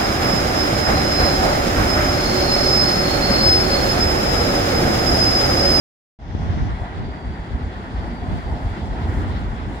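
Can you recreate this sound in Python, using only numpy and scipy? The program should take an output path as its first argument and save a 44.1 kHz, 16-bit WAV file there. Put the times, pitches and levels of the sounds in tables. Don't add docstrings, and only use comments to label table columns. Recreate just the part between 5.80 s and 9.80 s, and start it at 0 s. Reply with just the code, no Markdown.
import sys
import numpy as np
from scipy import signal
from scipy.fft import rfft, irfft
from scipy.io import wavfile
from scipy.ndimage import uniform_filter1d

SR = 44100
rng = np.random.default_rng(int(sys.argv[2]) if len(sys.argv) > 2 else 0)


def store_pcm(level_fs):
    pcm = np.round(np.clip(level_fs, -1, 1) * 32767).astype(np.int16)
    wavfile.write(sys.argv[1], SR, np.atleast_2d(pcm).T)


N = 176400
T = np.arange(N) / SR
FREQS = np.maximum(np.arange(N // 2 + 1) * SR / N, 1)


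def undb(db):
    return 10 ** (np.asarray(db) / 20)


def unit(x):
    return x / np.sqrt(np.mean(x ** 2))


def fader(table, column=1):
    rows = np.array(table)
    return undb(np.interp(T, rows[:, 0], rows[:, column]))


def across(points):
    rows = np.array(points)
    return np.interp(np.log(FREQS), np.log(rows[:, 0]), rows[:, 1])


def white():
    return rfft(rng.standard_normal(N))


def noise(colour):
    return unit(irfft(white() * undb(across(colour)), N))


def wander(hz):
    return unit(irfft(white() * np.exp(-(FREQS / hz) ** 2), N))


def pan(db):
    return undb(np.array([[db], [-db]]) / 2)


def gate(start_s, end_s, edge_s):
    return np.clip((T - start_s) / edge_s + .5, 0, 1) * np.clip((end_s - T) / edge_s + .5, 0, 1)


def even(x, share, span_s=0.058):
    power = uniform_filter1d(x ** 2, int(span_s * SR))
    power = uniform_filter1d(power, int(span_s * SR / 2)) + 1e-6
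    return unit(x / power ** (share / 2))


def street(colour, octaves=9):
    # frequency in Hz, coherence (below 0 counts as 0).
    likeness = [(100, 0.75), (330, .87), (530, 0.83), (750, 0.7), (980, 0.41), (1150, 0.66), (1400, 0.52),
                (1680, 0.2), (1880, 0.7), (2030, 0.8), (2320, 0.1), (2700, 0.4), (3100, 0.33), (4700, -0.3),
                (8000, -0.07)]
    # frequency in Hz, lead of the left in radians.
    lead = [(80, 0), (300, .15), (480, .55), (800, .45), (930, .8), (1080, 2.8), (1350, 3.45), (1600, 4.2),
            (1720, 4.9), (1830, 6.05), (2000, 6.3), (2250, 6.9), (2450, 8.8), (2800, 9.9), (3400, 10.6),
            (4700, 13.3)]
    # frequency in Hz, left over right in dB.
    balance = [(200, 0), (650, 1), (1300, 0.1), (2600, 0.5), (4400, 1.5), (6000, 2.5), (7500, 3), (9700, 7),
               (12000, 0), (15000, 3.5)]
    alike = np.clip(across(likeness), 0, 1)
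    shared = white() * np.sqrt(alike)
    ports = []
    for side in (1, -1):
        coherent = shared * np.exp(.5j * side * across(lead))
        diffuse = white() * np.sqrt(1 - alike)
        ports.append((coherent + diffuse) * undb(side * across(balance) / 2))
    spectrum = np.array(ports) * undb(across(colour))
    octave = np.clip(np.log2(FREQS / 60), 0, octaves - 1)
    out = 0
    for k in range(octaves):
        band = irfft(spectrum * np.maximum(1 - abs(octave - k), 0), N)
        swell_db, flicker_db = .5 * wander(hz=3.2), 1.38 * wander(hz=16.4)
        out = out + band * undb(swell_db + flicker_db)
    return unit(out)


def tram():
    # time in seconds, relative drone and ring levels in dB.
    levels = [(0.6, -34, -40.5), (0.88, -37, -39), (0.93, -38, -45), (1.06, -37.5, -35.5),
              (1.13, -37, -43.5), (1.18, -34.5, -42), (1.48, -37.5, -41.5), (1.52, -32.5, -46),
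              (1.63, -40, -43), (1.74, -31.5, -46.5), (1.9, -36.5, -43), (2.13, -35, -43.5),
              (2.27, -32.5, -37.5), (2.41, -35, -43), (2.43, -33.5, -37), (2.57, -31.5, -39.5),
              (2.62, -40, -43), (2.68, -31.5, -35), (2.94, -35, -41), (2.98, -29.5, -42),
              (3.04, -33.5, -37), (3.34, -29.5, -38.5), (3.64, -33, -41.5), (3.78, -38, -42.5),
              (3.92, -32.5, -42), (3.97, -37.5, -38.5)]
    # frequency in Hz, EQ gain in dB.
    body_colour = [(60, -23), (120, -4.5), (170, -1.5), (240, -0.5), (310, -5), (400, -9.5), (520, -18),
                   (800, -27.5), (5000, -110)]
    # frequency in Hz, EQ gain in dB.
    wheel_colour = [(300, -23), (520, -9), (620, -3), (720, 0.5), (860, -2.5), (1050, -10), (1500, -29),
                    (6000, -100)]
    drone = fader(levels, column=1) * even(street(body_colour), share=.4)
    ring = fader(levels, column=2) * even(street(wheel_colour), share=.4)
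    return undb(1) * (drone + ring)


def rail_tones():
    # start and end in seconds, pitch and width in Hz,
    # level in dB, left over right in dB.
    tones = [(0.35, 4.1, 3368, 48, -60.5, -1), (1.17, 3.1, 4597, 12, -67, -5), (1.17, 3, 4653, 12, -66, 1),
             (1.22, 1.46, 4640, 110, -61, 2), (2.2, 2.42, 4620, 110, -58, 2),
             (2.47, 2.72, 4630, 110, -61, 0), (1.25, 1.85, 9250, 170, -78, 4),
             (2.05, 2.6, 9250, 170, -76, 4), (1.0, 4.1, 6730, 110, -76, -3), (2.0, 2.35, 5210, 70, -69, 1),
             (2.7, 3.2, 5211, 60, -67, 1), (3.76, 4.1, 5215, 70, -66, 1), (3.2, 3.42, 12200, 900, -71, 3),
             (3.35, 3.72, 12500, 650, -78.5, 5)]
    out = 0
    for start, end, hz, width, db, pan_db in tones:
        resonance = 1 / (1 + 2 * ((FREQS - hz) / width) ** 2)
        tone = unit(np.array([irfft(white() * resonance, N) for _ in range(2)]))
        waver_db = 1.5 * wander(hz=6)
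        envelope = gate(start, end, edge_s=0.11) * undb(db + waver_db)
        out = out + even(tone, share=.45) * envelope * pan(pan_db)
    return out


def rumble():
    # time in seconds, relative level in dB.
    surges = [(0.5, -26.5), (0.56, -22.5), (0.67, -28), (0.69, -18.5), (0.8, -29.5), (0.84, -22.5),
              (0.88, -30.5), (0.93, -25), (1.0, -30), (1.02, -21.5), (1.09, -37), (1.19, -28.5),
              (1.22, -39), (1.26, -22.5), (1.32, -32), (1.4, -43), (1.49, -21), (1.58, -41), (1.6, -25),
              (1.65, -39.5), (1.75, -20.5), (1.79, -35.5), (1.84, -20.5), (1.94, -40.5), (1.96, -31),
              (2.1, -37.5), (2.15, -24), (2.33, -30.5), (2.35, -40), (2.43, -26.5), (2.46, -33),
              (2.51, -21), (2.61, -48), (2.66, -23), (2.69, -29), (2.72, -20.5), (2.79, -35), (2.87, -18),
              (2.89, -30), (2.93, -22), (2.95, -39), (3.04, -24), (3.09, -27.5), (3.12, -21.5), (3.15, -30),
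              (3.29, -20), (3.34, -28), (3.38, -18), (3.41, -23.5), (3.74, -25), (3.76, -33), (3.91, -23.5),
              (3.94, -32.5), (4.0, -31.5)]
    # frequency in Hz, EQ gain in dB.
    colour = [(15, -28), (24, -21), (32, -20), (42, -5.5), (54, 1), (68, -3.5), (85, -3.5), (110, -9),
              (150, -16), (220, -25), (400, -39.5), (3000, -130)]
    mid = even(noise(colour), share=0.71)
    side = undb(-9.5) * noise(colour)
    return undb(0.57) * fader(surges) * np.array([mid + side, mid - side])


def traffic():
    # time in seconds, relative roar and hiss levels in dB.
    levels = [(0.6, -45.5, -75), (0.69, -42, -71), (0.87, -44, -77), (0.94, -45, -69), (1.19, -45, -73.5),
              (1.31, -46.5, -73), (2.1, -45, -70), (2.25, -43.5, -69), (2.38, -46.5, -70), (2.58, -43, -66),
              (2.61, -45.5, -67.5), (2.99, -43.5, -66), (3.02, -45.5, -66), (3.16, -43, -68.5),
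              (3.36, -42, -64), (3.51, -43, -67), (3.87, -45.5, -68), (3.95, -44.5, -65)]
    # frequency in Hz, EQ gain in dB.
    roar_colour = [(150, -17), (400, -5.5), (700, -7), (1050, -3.5), (1400, -3.5), (1700, -6), (1950, -6.5),
                   (2400, -13.5), (2900, -15.5), (3700, -18), (4400, -21), (5200, -25), (6200, -33),
                   (8000, -38), (15000, -76)]
    # frequency in Hz, EQ gain in dB.
    tyre_colour = [(2500, -15), (5000, -7.5), (7000, 3.5), (8500, -2), (10000, -5.5), (12000, -10),
                   (15500, -17)]
    roar = undb(6.5) * fader(levels, column=1) * street(roar_colour)
    hiss = undb(4.5) * fader(levels, column=2) * street(tyre_colour)
    return roar + hiss


def wind():
    # peak time and half-length in seconds, buffet and rustle levels in dB.
    puffs = [(0.65, 0.1, -28, -82), (0.814, 0.15, -20, -85), (1.22, 0.11, -27.5, -82),
             (2.545, 0.084, -23.5, -63), (3.36, .22, -34, -66)]
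    # frequency in Hz, EQ gain in dB.
    buffet_colour = [(20, -18), (50, -1), (80, 0), (150, -3.5), (220, -11.5), (400, -24), (1000, -51),
                     (5000, -130)]
    # frequency in Hz, EQ gain in dB.
    rustle_colour = [(1000, -31), (3000, 3), (6000, -2), (10000, -5), (14000, -9), (16000, -10)]
    buffet = np.array([even(noise(buffet_colour), share=0.5) for _ in range(2)])
    rustle = np.array([noise(rustle_colour) for _ in range(2)]) * pan(db=3)
    out = 0
    for peak, half_length, buffet_db, rustle_db in puffs:
        swell = np.exp(-2 * ((T - peak) / half_length) ** 2)
        out = out + swell * (undb(buffet_db) * buffet + undb(rustle_db) * rustle)
    return out


def air_rush():
    # frequency in Hz, EQ gain in dB.
    colour = [(1000, 1.5), (2400, -2), (3200, 0), (4400, -6), (5200, 1), (6400, -4), (7200, -18),
              (10000, -34)]
    hiss = np.array([noise(colour) for _ in range(2)])
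    return hiss * gate(start_s=.33, end_s=0.897, edge_s=.05) * undb(-54.5) * pan(db=14)


def bump(start_s=.55, hz=196, decay_s=0.0016):
    age = np.maximum(T - start_s, 0)
    knock = np.sin(2 * np.pi * hz * age) * np.exp(-age / decay_s)
    return knock * undb(-12) * pan(db=23)


def scene():
    return tram() + rail_tones() + rumble() + traffic() + wind() + air_rush() + bump()


def record(dry):
    open_s, ramp_s, fade_s, top_hz = .388, .002, 0.25, 15720
    opening = np.clip((T - open_s) / ramp_s, 0, 1)
    fade = np.clip(.15 + (T - open_s) / fade_s, 0, 1)
    high_cut = signal.ellip(10, .2, 80, top_hz, fs=SR, output="sos")
    return signal.sosfilt(high_cut, dry * opening * fade)


dry = scene()
out = record(dry)
store_pcm(out)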